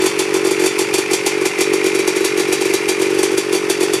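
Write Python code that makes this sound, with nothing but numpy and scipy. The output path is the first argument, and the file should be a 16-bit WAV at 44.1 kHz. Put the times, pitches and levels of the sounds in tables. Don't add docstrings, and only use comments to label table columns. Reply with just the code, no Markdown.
import sys
import numpy as np
from scipy import signal
from scipy.fft import rfft, irfft
from scipy.io import wavfile
from scipy.ndimage import uniform_filter1d

SR = 44100
rng = np.random.default_rng(int(sys.argv[2]) if len(sys.argv) > 2 else 0)


def waveform_to_disk(signal):
    frames = np.transpose(np.atleast_2d(signal))
    scaled = np.clip(frames, -1, 1) * 32767
    samples = np.round(scaled).astype(np.int16)
    wavfile.write(sys.argv[1], SR, samples)


N = 176400
HARD_KNOCK_DB = -18
KNOCK_LEAD_S, KNOCK_RISE_S = .004, .0042


def amp(db):
    return 10 ** (np.asarray(db) / 20)


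def unit(x):
    return x / np.sqrt(np.mean(x ** 2) + 1e-20)


def colour(x, spectrum):
    hz, db = np.transpose(spectrum)
    bins_hz = np.fft.rfftfreq(len(x), 1 / SR)
    gains = amp(np.interp(np.log(bins_hz + 1), np.log(hz + 1), db))
    return irfft(rfft(x) * unit(gains), len(x))


def ramp(u):
    return np.sin(np.pi / 2 * np.clip(u, 0, 1))


def bell(t, width_s):
    return np.exp(-(t / width_s) ** 2)


def sine(t, hz):
    return np.sin(2 * np.pi * hz * t)


def play(times, gains, shape):
    out = np.zeros(N)
    for at, gain in zip(times, gains):
        i = np.arange(max(0, int((at - .03) * SR)), min(N, int((at + .08) * SR)))
        out[i] += gain * shape(i / SR - at)
    return out


def follow(points, column=1):
    table = np.transpose(points)
    return np.interp(np.arange(N) / SR, table[0], table[column])


def resonate(x, hz, width_hz):
    carrier = np.exp(2j * np.pi * np.cumsum(hz * np.ones(N)) / SR)
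    pole = np.exp(-np.pi * width_hz / SR)
    return 2 * (carrier * signal.lfilter([1 - pole], [1, -pole], x / carrier)).real


def crank():
    # (time [s], exhaust level [dB], piston knock [dB])
    cues = [(-0.001, -8.5, -24), (0.0203, -6, -23.5), (0.0416, -4, -25), (0.063, -6.5, -18.5),
            (0.1928, -7, -17), (0.2142, -9, -38), (0.342, -5, -22.5), (0.3633, -6, -26), (0.449, -5, -24.5),
            (0.4703, -5, -23.5), (0.5121, -4.5, -22), (0.5977, -6, -25.5), (0.6197, -5, -27),
            (0.6415, -4, -22.5), (0.6628, -6, -18.5), (0.791, -7, -18.5), (0.813, -6.5, -24.5),
            (0.9416, -6, -17), (0.9843, -5.5, -20.5), (1.113, -6, -23.5), (1.1355, -6.5, -16.5),
            (1.2657, -7, -16.5), (1.4143, -6, -29.5), (1.457, -6, -19.5), (1.5881, -6.5, -24.5),
            (1.6101, -5, -17), (1.7365, -4.5, -21.5), (1.843, -5, -25.5), (1.8644, -4.5, -21.5),
            (1.9496, -5.5, -23), (1.992, -5, -23.8), (2.0777, -4.5, -19.5), (2.0993, -9.5, -42),
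            (2.164, -5.5, -23), (2.207, -5.5, -28), (2.2489, -6, -18), (2.3776, -5.5, -23.5),
            (2.3996, -5.0, -21.5), (2.4856, -6.5, -30), (2.5069, -9, -35), (2.5283, -6, -18),
            (2.6128, -6.5, -22.5), (2.6554, -5.5, -24.5), (2.6981, -6.5, -29.5), (2.7398, -4, -17.5),
            (2.8902, -7, -17.5), (2.9118, -8, -35), (2.9985, -6.5, -28), (3.0195, -5, -22.5),
            (3.062, -7.5, -33), (3.104, -7.5, -32), (3.1468, -7.5, -30), (3.1897, -4, -22.5),
            (3.233, -4.5, -17.5), (3.3174, -7, -30.5), (3.3381, -6.5, -34), (3.359, -13, -48),
            (3.379, -4.5, -19), (3.5289, -5, -21.5), (3.5506, -5.5, -21), (3.701, -5, -17),
            (3.8083, -4.5, -22.5), (3.8302, -4.5, -21), (3.9371, -5, -18), (3.9583, -12.5, -48)]
    # (time [s], level [dB])
    coast_puffs = [(0, -12), (.24, -9.5), (.42, -8.5), (.56, -8), (.75, -10), (.92, -10.5), (1.06, -11.5),
                   (1.22, -11.5), (1.33, -8), (1.43, -8.5), (1.5, -13), (1.56, -14.5), (1.66, -6),
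                   (1.8, -6), (2.15, -9), (2.45, -6.5), (2.7, -9), (2.8, -10.5), (2.93, -8), (3.14, -6.5),
                   (3.3, -5.5), (3.43, -11.5), (3.52, -8), (3.62, -9.5), (3.76, -9), (3.9, -6.5), (4, -7.5)]
    turn_s, sag_s_per_turn = .0214, .00019
    spent_db, spent_s = -6, .073
    cue_times, cue_puff_db, cue_knock_db = np.transpose(cues)
    cue_turns = 4 + np.r_[0, np.cumsum(np.round(np.diff(cue_times) / turn_s))].astype(int)
    turns = np.arange(cue_turns[-1] + 10)
    times = turns * turn_s + np.interp(turns, cue_turns, cue_times - cue_turns * turn_s)
    upcoming = np.clip(np.searchsorted(cue_turns, turns), 1, len(cue_turns) - 1)
    sag = np.maximum((turns - cue_turns[upcoming - 1]) * (cue_turns[upcoming] - turns), 0)
    times -= sag_s_per_turn / 2 * sag
    since = times[:, None] - cue_times
    hardness = np.minimum(amp(cue_knock_db - HARD_KNOCK_DB), 1)
    spent = ((since > turn_s / 2) * bell(since, spent_s) * hardness).max(1)
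    scatter = rng.standard_normal((len(turns), 2))
    puff_db = np.interp(times, *np.transpose(coast_puffs)) + spent_db * spent + .9 * scatter[:, 0]
    knock_db = -42 - .5 * scatter[:, 1]
    puff_db[cue_turns], knock_db[cue_turns] = cue_puff_db, cue_knock_db
    return times, np.isin(turns, cue_turns), puff_db, knock_db


def exhaust(times, cued, puff_db, knock_db):
    # (frequency [Hz], level [dB])
    gas_spectrum = [(200, -9), (450, 0), (600, -6), (830, 0.5), (1200, 5.5), (1700, 5), (3000, -6),
                    (8000, -37)]
    port_open_s, port_rise_s, port_shut_s = .0103, .0038, .003
    pipe_rise_s, pipe_decay_s = .00076, .0093
    null_hz, null_width_hz = 215, 78
    outlet_hz = 100

    def port_puff(t):
        return sine(t, hz=379) * ramp(t / port_rise_s) * ramp((port_open_s - t) / port_shut_s)

    def pipe_ring(t):
        return sine(t, hz=401.8) * ramp(t / pipe_rise_s) * np.exp(-abs(t) / pipe_decay_s)

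    def low_thud(t, hz=163):
        return -np.cos(2 * np.pi * hz * t) * bell(t, width_s=.0078)

    size = amp(puff_db)
    puff = play(times, size * amp(-.6), port_puff)
    pipe_delay_s = np.where(cued, .00859, .010105)
    pipe = play(times + pipe_delay_s, size * amp(np.where(cued, -6, -13.5)), pipe_ring)
    gas = play(times + .00065, size * amp(-21.5), lambda t: bell(t, width_s=.0054))
    gas *= colour(rng.standard_normal(N), gas_spectrum)
    thud = play(times + .00706, np.full(len(times), amp(-40)), low_thud)
    weight = amp(knock_db - HARD_KNOCK_DB) ** 2
    shake = play(times, amp(-39.5) * weight, lambda t: sine(t, hz=46.7) * bell(t, width_s=.0048))
    boom = play(times + .0038, amp(-29.5) * weight, lambda t: sine(t, hz=112) * bell(t, width_s=.0045))
    silencer = signal.iirnotch(null_hz, null_hz / null_width_hz, fs=SR)
    outlet = signal.butter(4, outlet_hz, "highpass", fs=SR, output="sos")
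    note = signal.filtfilt(*silencer, puff + pipe + gas)
    return signal.sosfiltfilt(outlet, note + thud + boom) + shake


def piston(times, knock_db):
    # (frequency [Hz], level [dB])
    casing_spectrum = [(300, -24.5), (800, 5), (1200, -6), (1600, -17.5), (2600, -0.5), (3050, -7),
                       (3400, -5), (4200, -5), (4800, -1), (5100, -10.5), (6000, -2.5), (7300, -6),
                       (8500, -4), (10200, -2), (12000, -9.5), (13500, -14.5), (15500, -34)]
    # (frequency [Hz], t60 [s])
    casing_decay = [(500, 0.081), (1500, 0.22), (3000, 0.22), (6000, 0.27), (10000, 0.15), (15000, 0.13)]
    crack_db, crack_growth, crack_fall_s = -3.5, .8, .0025
    scuff_db, scuff_lead_s, ring_db = -14, .007, 1

    def crack(t):
        return ramp(t / KNOCK_RISE_S) * np.exp(-np.maximum(t - KNOCK_RISE_S, 0) / crack_fall_s)

    starts, size = times - KNOCK_LEAD_S, amp(knock_db)
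    cracks = play(starts, size * amp(crack_growth * (knock_db - HARD_KNOCK_DB)), crack)
    scuffs = play(times - scuff_lead_s, np.minimum(size, amp(-12)), lambda t: bell(t, width_s=.006))
    attack = amp(crack_db) * cracks + amp(scuff_db) * scuffs
    out = attack * colour(rng.standard_normal(N), casing_spectrum)
    energy = play(starts, size ** 2, lambda t: (t > 0) * (t < KNOCK_RISE_S) / (KNOCK_RISE_S * SR))
    noise_bins = rfft(colour(rng.standard_normal(N), casing_spectrum))
    bins_hz = np.fft.rfftfreq(N, 1 / SR)
    centres_hz, t60s = np.transpose(casing_decay)
    for band, t60 in zip(np.eye(len(centres_hz)), t60s):
        stored = signal.lfilter([1], [1, -np.exp(-2 * np.log(1000) / (t60 * SR))], energy)
        band_noise = irfft(noise_bins * np.interp(bins_hz, centres_hz, band), N)
        out += amp(ring_db) * np.sqrt(stored) * band_noise
    return out


def fins(times, knock_db):
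    # (frequency [Hz], level [dB], t60 [s], lobe middle [s], lobe spacing [s], dip between lobes [dB])
    modes = [(857, 2, 0.26, .3, 5.4, 22), (1035, 5.5, 0.13, .3, 7.5, 23), (1740, 0, 0.32, 2.4, 3.3, 11),
             (2053, 2.5, 0.3, 1.9, 4.6, 11), (2390, 2.5, 0.33, 3, 7.9, 22), (3160, -3, 0.28, 5.4, 6.2, -2),
             (3335, -3, 0.31, 2.5, 3.7, 1), (3460, 6.5, 0.22, 3.83, 5, 34), (3535, 4.5, .25, .4, 5, 10),
             (3908, 2.5, .35, 2.3, 3.8, 12), (4390, -2, .2, .8, 5, 5), (4556, 1.5, .35, .4, 3.3, 3),
             (4700, -4, .2, 3.7, 12, 32), (4810, 1, 0.27, 3.3, 7.7, 33), (5030, -2.5, 0.16, 5, 3.8, 23),
             (5350, -4, 0.2, 0.67, 4, 6), (5550, 4.5, .25, 1.9, 4.2, 12), (5610, 1, .25, 2.7, 4, 9),
             (5680, 0, .25, .6, 4, 8), (5900, 0, .3, 2.6, 4, 5), (6120, -1, 0.083, 1.2, 3.3, 2),
             (6600, 3, 0.13, 2.1, 5, 4), (6702, -5, 0.17, 1.8, 4, 7), (6770, -8.5, 0.25, .4, 1.8, 21),
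             (7010, 3.5, 0.23, .7, 4.6, 4), (7550, 4, 0.19, 0.93, 6.4, 6), (7640, 5, 0.1, 1.1, 2.8, 20),
             (8300, 2, 0.15, 3.3, 2.4, 7)]
    fins_db, spread_hz = -12, 7
    t = np.arange(SR // 3) / SR
    out = np.zeros(N + SR)
    starts = np.clip((times - KNOCK_LEAD_S) * SR, 0, N).astype(int)
    for hz, db, t60, middle_s, spacing_s, dip_db in modes:
        envelope = amp(fins_db + db) * ramp(t / KNOCK_RISE_S) * np.exp(-np.log(1000) * t / t60)
        heard = amp(knock_db - dip_db * np.sin(np.pi * (times - middle_s) / spacing_s) ** 2)
        for i, size, (offset, detune) in zip(starts, heard, rng.uniform(-.9, 1, (len(times), 2))):
            phase = 2 * np.pi * (hz + spread_hz * detune) * t + np.pi * offset
            out[i:i + len(t)] += size * envelope * np.cos(phase)
    return out[:N]


def gears(times):
    # (frequency [Hz], level [dB])
    whirr_spectrum = [(25, -36), (70, -42), (125, 0), (170, -9.5), (240, -3), (540, 1.5), (640, -6),
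                      (800, 1.5), (1250, -1.5), (1480, 1), (1610, -5.5), (1780, 1.5), (2000, 1), (2400, 4),
                      (2750, 1), (3000, -5), (3900, -8.5), (5500, -8), (7500, -16.5), (10500, -14.5),
                      (15000, -44)]
    # (time [s], level [dB])
    nearness = [(0, 2.5), (1, 1.5), (1.7, 1.5), (2.6, 1.5), (3.3, 0.7), (4, 1.5)]
    whirr_db, grain_db = -27.5, 2.03
    throb_depth, peak_turn = .29, .64
    turns = np.interp(np.arange(N) / SR, times, np.arange(len(times)))
    throb = 1 + throb_depth * np.cos(2 * np.pi * (turns - peak_turn))
    grain = unit(uniform_filter1d(rng.standard_normal(N), size=90))
    rattle = unit(throb * amp(grain_db * grain))
    whirr = unit(colour(rattle * rng.standard_normal(N), whirr_spectrum))
    return amp(whirr_db + follow(nearness)) * whirr, rattle


def crankcase(rattle):
    # (frequency [Hz], width [Hz], level [dB])
    modes = [(2020, 57, -6), (2127, 34, -4), (2336, 106, 0.5), (2430, 63, -3.5), (2522, 80, -9)]
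    # (time [s], level [dB])
    rattle_levels = [(0, -45), (.6, -30), (1.25, -31), (1.52, -30.5), (1.8, -28.5), (2.4, -32),
                     (2.9, -30.5), (3.3, -37), (4, -43)]
    # (time [s], level [dB])
    clacks = [(1.5555, -31), (1.58, -22), (1.601, -15), (3.6715, -27)]
    clack_times, clack_db = np.transpose(clacks)
    force = rattle * amp(follow(rattle_levels))
    force += play(clack_times, amp(clack_db), lambda t: (t > 0) * bell(t, width_s=.0036))
    out = np.zeros(N)
    for hz, width_hz, db in modes:
        teeth = force * rng.standard_normal(N)
        ring = resonate(resonate(teeth, hz, 2 * width_hz), hz, 2 * width_hz)
        makeup_gain = np.sqrt(SR / (np.pi * width_hz) / 2)
        out += amp(db) * makeup_gain * ring
    return out


def reflection(clatter):
    # (time [s], frequency [Hz], depth [0-1])
    hollow = [(0, 3800, 0.5), (1, 3820, 0.8), (1.5, 4100, 0.6), (2.8, 4060, 0), (3.3, 4070, 1),
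              (4, 4030, .7)]
    depth = np.clip(follow(hollow, column=2), 0, 1)
    return clatter - depth * resonate(clatter, follow(hollow), width_hz=150)


def scene():
    slap_spread_s = .003
    times, cued, puff_db, knock_db = crank()
    slaps = times + ~cued * slap_spread_s * rng.standard_normal(len(times))
    knocks = piston(slaps, knock_db)
    whirr, rattle = gears(times)
    clatter = reflection(knocks + whirr + crankcase(rattle))
    return (exhaust(times, cued, puff_db, knock_db) + clatter + fins(slaps, knock_db))[None]


def record(dry):
    knee, ceiling, cutoff_hz = .5, .74, 15800
    headroom = ceiling - knee
    over = np.maximum(abs(dry) - knee, 0)
    rounded = dry + np.sign(dry) * (headroom * np.tanh(over / headroom) - over)
    lowpass = signal.firwin(511, cutoff_hz, window=("kaiser", 9), fs=SR)
    return signal.oaconvolve(rounded, lowpass[None], "same")


dry = scene()
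out = record(dry)
waveform_to_disk(out)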